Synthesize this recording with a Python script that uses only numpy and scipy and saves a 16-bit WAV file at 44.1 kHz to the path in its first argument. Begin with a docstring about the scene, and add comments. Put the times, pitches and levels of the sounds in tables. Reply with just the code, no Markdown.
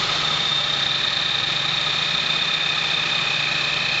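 """Squealing radiator fan on an idling car

Under the open bonnet, the electric fan's dry bearing rubs at the same spots in every turn. It makes
a shrill squeal, shaken by the engine, and a lower grinding whine that grows. Beneath it are rushing
air, the fan's hum, the boom of the engine's firings, a belt that chirps every lap and faint ticks."""
import sys
import numpy as np
from scipy import signal
from scipy.fft import rfft, irfft, next_fast_len
from scipy.io import wavfile
from scipy.ndimage import map_coordinates

SR = 44100
rng = np.random.default_rng(int(sys.argv[2]) if len(sys.argv) > 2 else 0)


def generate_wav(sig):
    """Save sig (samples, or channels by samples) to the path in sys.argv[1] as 16-bit PCM at SR."""
    pcm = np.round(np.clip(np.atleast_2d(sig).T, -1, 1) * 32767).astype(np.int16)
    wavfile.write(sys.argv[1], SR, pcm)


N = 176400  # 4 seconds

# Where the bearing rubs, for each of its tones
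# (position [turns], half-length [turns], pitch [Hz], level [dB], roughness [radians])
SQUEAL_RUBS = [(.31, 0.14, 3619, 0.5, 0.82), (0.732, 0.047, 3760, -2.5, 1.2), (.95, .08, 3592, -1.5, 1.1)]
WHINE_RUBS = [(.24, 0.038, 2357, -0.5, 0.72), (0.451, .05, 2356, 1.5, 0.4), (0.939, 0.11, 2443, 1, 0.44)]
GRIND_RUBS = [(.15, .045, 1778, -3, 0.57), (0.422, 0.035, 1684, -6, .7), (.75, 0.07, 1786, -4.5, 0.73)]
RING_RUBS = [(.14, 0.13, 3120, 0.0025, 0.53)]
# How far average pressure bends the squeal upward (time [s], pitch rise [Hz])
SQUEAL_BEND = [(0, 30), (.5, 35), (.9, 95), (1.7, 115), (2.3, 50), (3, 35), (4, 45)]
# How each sound swells and fades (time [s], level [dB])
SQUEAL_LEVEL = [(0, -30), (.2, -25.5), (.45, -22.5), (.9, -24), (1.5, -24.5), (2, -24.5), (2.7, -24),
                (3.2, -25.5), (3.6, -29), (4, -31)]
SCRAPE_LEVEL = [(0, -33), (.5, -36.5), (1, -31), (1.7, -32), (2.4, -32.5), (3.2, -34.5), (4, -29.5)]
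WHINE_LEVEL = [(0, -46), (.55, -47.5), (.9, -30.5), (1.4, -30), (1.8, -29), (2.05, -28), (2.3, -26),
               (2.75, -25), (3.15, -24), (3.45, -22.5), (3.85, -23.5), (4, -19.5)]
GRIND_LEVEL = [(0, -32.5), (1, -25), (2, -27), (4, -25)]
RING_LEVEL = [(0, -42), (.5, -39.5), (1.4, -34.5), (2.5, -44), (3.4, -46), (3.8, -30.5), (4, -32)]
AIR_LEVEL = [(0, -24), (.15, -24), (.5, -27), (1.3, -29), (2, -27), (2.6, -28.5), (3.2, -27), (4, -28)]
HISS_LEVEL = [(0, -39.5), (.25, -39.5), (.55, -44.5), (1.3, -52.5), (4, -49.5)]
BOOM_LEVEL = [(0, 3), (.25, 3), (.5, -1), (.8, 1), (1.25, -3.5), (1.5, 2.5), (1.8, 0.5), (2.2, 0.5),
              (2.7, -4), (3.3, 0.5), (4, 0)]
BELT_LEVEL = [(0, -24), (.3, -30), (1.2, -33.5), (1.8, -32), (2.6, -30.5), (4, -38)]
# The mix of low and high in each noise (frequency [Hz], level [dB])
SCRAPE_COLOUR = [(2800, -41), (3450, -25), (3650, -11.5), (3800, 7.5), (4000, 7.5), (4350, 4), (4550, -7.5),
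                 (5000, -25.5), (7500, -46)]
AIR_COLOUR = [(20, -21.5), (50, -13), (95, -5), (130, -1), (175, 2), (260, -7), (350, -0.5), (600, -1),
              (800, 2.5), (920, 0), (1250, 6), (1450, 1.5), (1900, 2), (2300, 3.5), (2850, 0.5), (3150, 5),
              (3450, 4.5), (4400, 2), (5000, -4.5), (5500, -5.5), (6000, -9.5), (7200, -12), (7600, -17.5),
              (8000, -40)]
HISS_COLOUR = [(150, -7.5), (450, 3), (900, -3), (2500, -9.5), (5000, 0), (7200, -9), (8000, -31.5)]
TICK_COLOUR = [(800, -11), (2000, 0), (4500, 6), (6000, -3.5), (7500, -7.5), (8000, -27)]
# Tones in the fan's hum (frequency [times the turning rate], level [dB])
HUM_TONES = [(1, -63), (2, -56), (3, -63.5), (5, -48.5), (7, -52.5), (9, -57), (10, -53), (13, -59.5),
             (18, -46.5), (24, -53), (25, -48), (36, -56.5), (53, -45), (59, -54.5), (71, -43.5), (78, -48),
             (83, -43.5), (104, -42.5)]
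# Tones in the engine's boom (frequency [times the firing rate], level [dB])
BOOM_TONES = [(1, -62), (2, -58.5), (3, -72), (4, -65.5), (5, -50.5), (6, -42), (7, -51), (8, -65.5),
              (9, -54.5)]
# The engine's uneven idle (time [s], speed [firings a second])
IDLE_SPEED = [(0, 25.64), (0.2, 25.19), (0.5, 24.05), (0.9, 22.92), (1.4, 22.71), (1.75, 23.61),
              (2.1, 25.04), (2.35, 25.36), (2.7, 25.16), (3.15, 24.23), (3.6, 24.04), (4, 24.37)]

FAN_HZ, IDLE_HZ = 32.663, 23.93  # fan turns and typical engine firings a second
SHAKE_AT, SHAKE_DB = .14, 2  # the engine's shake: peak (firing cycles), depth at IDLE_HZ
BIND_AT, BIND_DB = .08, 3.5  # the bearing sticks once a turn: position (turns), depth
SING_HZ, SING_WANDER_HZ, SING_DB = 3585, 36.32, -4.5  # the held note within the squeal
WHINE_RISE_HZ_PER_S, BELT_LAPS_PER_FIRING = 25.3, .574
RUB_SCATTER_DB, TICK_SCATTER_DB = 1.3, 3.6
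TICKS_PER_S, TICK_DECAY_S, TICK_DB = 52, .0014, -47.5
TOP_HZ = 8166


def bearing(turn, firing):
    """Dry surfaces squeal, scrape and ring as each shake of the engine presses them together."""
    sag_hz = IDLE_HZ - curve(IDLE_SPEED)
    shake = swing(firing, SHAKE_AT) * amp(3 * sag_hz)  # a slower engine shakes harder
    pressure = unit(amp(SHAKE_DB * shake + BIND_DB * swing(turn, BIND_AT) + .9 * wobble(80)))
    pitch = SING_HZ + curve(SQUEAL_BEND) * pressure ** 1.5 + SING_WANDER_HZ * wobble(200)
    strength = unit(np.tanh(pressure ** 1.33 / 1.8))  # grows steeply with pressure, then levels off
    sing = np.sqrt(2) * amp(SING_DB) * strength * np.sin(2 * np.pi * np.cumsum(pitch) / SR)
    squeaks = rubs(turn, SQUEAL_RUBS, grain_rate=80) * amp(SHAKE_DB * shake)
    squeal = amp(curve(SQUEAL_LEVEL)) * (sing + squeaks)
    scrape = amp(curve(SCRAPE_LEVEL)) * unit(pressure ** 1.1 * noise(SCRAPE_COLOUR))
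    rise_hz = WHINE_RISE_HZ_PER_S * np.arange(N) / SR
    whine = amp(curve(WHINE_LEVEL)) * rubs(turn, WHINE_RUBS, grain_rate=220, rise_hz=rise_hz)
    grind = amp(curve(GRIND_LEVEL)) * rubs(turn, GRIND_RUBS, grain_rate=200)
    ring = amp(curve(RING_LEVEL)) * rubs(turn, RING_RUBS, grain_rate=150)
    return squeal + scrape + (whine + grind + ring) * amp(1.1 * shake)


def rubs(turn, table, grain_rate, rise_hz=0):
    """All the rubs that set one of the bearing's tones ringing."""
    return sum(amp(db) * rub(turn, FAN_HZ, at, length, hz + rise_hz, rough, grain_rate)
               for at, length, hz, db, rough in table)


def rub(turn, rate, at, length, hz, rough, grain_rate):
    """One brief squeak a turn, never quite the same; grain_rate sets how fast its tone jitters."""
    offset = (turn - at + .5) % 1 - .5  # turns from the rubbing spot
    size = amp(RUB_SCATTER_DB * wobble(70)) * np.exp(-.5 * (offset / length) ** 2)
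    return np.sqrt(2) * size * np.cos(2 * np.pi * hz * offset / rate + rough * wobble(grain_rate))


def fan(turn, firing):
    """The blades and motor hum; the air hisses and rushes with a slight flutter."""
    hum = sum(amp(db + 1.2 * wobble(8.2)) * np.sin(2 * np.pi * (multiple * turn + rng.random()))
              for multiple, db in HUM_TONES)
    flutter_db = .45 * swing(turn, .1) + .2 * swing(firing, SHAKE_AT) + .8 * wobble(160)
    rush = amp(curve(AIR_LEVEL) + flutter_db) * noise(AIR_COLOUR)
    hiss = amp(curve(HISS_LEVEL)) * noise(HISS_COLOUR)
    return np.sqrt(2) * hum + rush + hiss


def engine(firing):
    """Each firing gives a low boom."""
    from_peak = firing - .98  # the tones line up late in each firing cycle
    boom = sum(amp(db + .87 * wobble(14)) * np.cos(2 * np.pi * multiple * from_peak)
               for multiple, db in BOOM_TONES)
    return np.sqrt(2) * amp(curve(BOOM_LEVEL)) * boom


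def belt(firing):
    """The engine drives a belt that chirps once a lap."""
    lap = BELT_LAPS_PER_FIRING * firing
    lap_rate = BELT_LAPS_PER_FIRING * curve(IDLE_SPEED)
    chirp = rub(lap, lap_rate, at=.437, length=.09, hz=1271.6, rough=.7, grain_rate=30)
    return amp(curve(BELT_LEVEL)) * chirp


def clatter():
    """Faint metallic ticks from the engine: bursts of noise that die away fast."""
    hits = rng.random(N) < TICKS_PER_S / SR
    sizes = amp(TICK_SCATTER_DB * np.clip(rng.standard_normal(N), -2, 2))
    fades = signal.lfilter([1], [1, -np.exp(-1 / (TICK_DECAY_S * SR))], hits * sizes)
    return amp(TICK_DB) * unit(fades * noise(TICK_COLOUR))


def amp(db):
    """Turn decibels into a multiplier."""
    return 10 ** (np.asarray(db) / 20)


def unit(x):
    """Scale to an average size (rms) of 1."""
    return x / np.sqrt(np.mean(np.abs(x) ** 2) + 1e-20)


def curve(rows):
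    """Join (time [s], value) points with straight lines."""
    return np.interp(np.arange(N) / SR, *np.transpose(rows))


def wobble(rate):
    """A smooth curve through `rate` random points a second."""
    return map_coordinates(rng.standard_normal(8192), [4 + np.arange(N) * rate / SR], mode="wrap")


def swing(turn, at):
    """A wave that is +1 at one spot in each cycle and -1 opposite."""
    return np.cos(2 * np.pi * (turn - at))


def filtered(x, response):
    """Turn each frequency up or down by response(frequency)."""
    padded = next_fast_len(N + 8192)
    return irfft(rfft(x, padded) * response(np.fft.rfftfreq(padded, 1 / SR)), padded)[:N]


def noise(colour):
    """Noise shaped by a colour table, with an average size of 1."""
    hz, db = np.transpose(colour)
    white = rng.standard_normal(N)
    return unit(filtered(white, lambda f: amp(np.interp(np.log(f + 1), np.log(hz), db))))


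def scene():
    """The fan turns almost steadily while the engine slows down and speeds up."""
    turn = FAN_HZ * np.arange(N) / SR + .0042 * wobble(1.966)  # fan turns so far
    firing = np.cumsum(curve(IDLE_SPEED)) / SR  # engine firings so far
    return (bearing(turn, firing) + fan(turn, firing) + engine(firing) + belt(firing) + clatter())[None]


def record(dry):
    """Cut away the treble above TOP_HZ."""
    return filtered(dry[0], lambda hz: hz < TOP_HZ)[None]


dry = scene()
out = record(dry)
generate_wav(out)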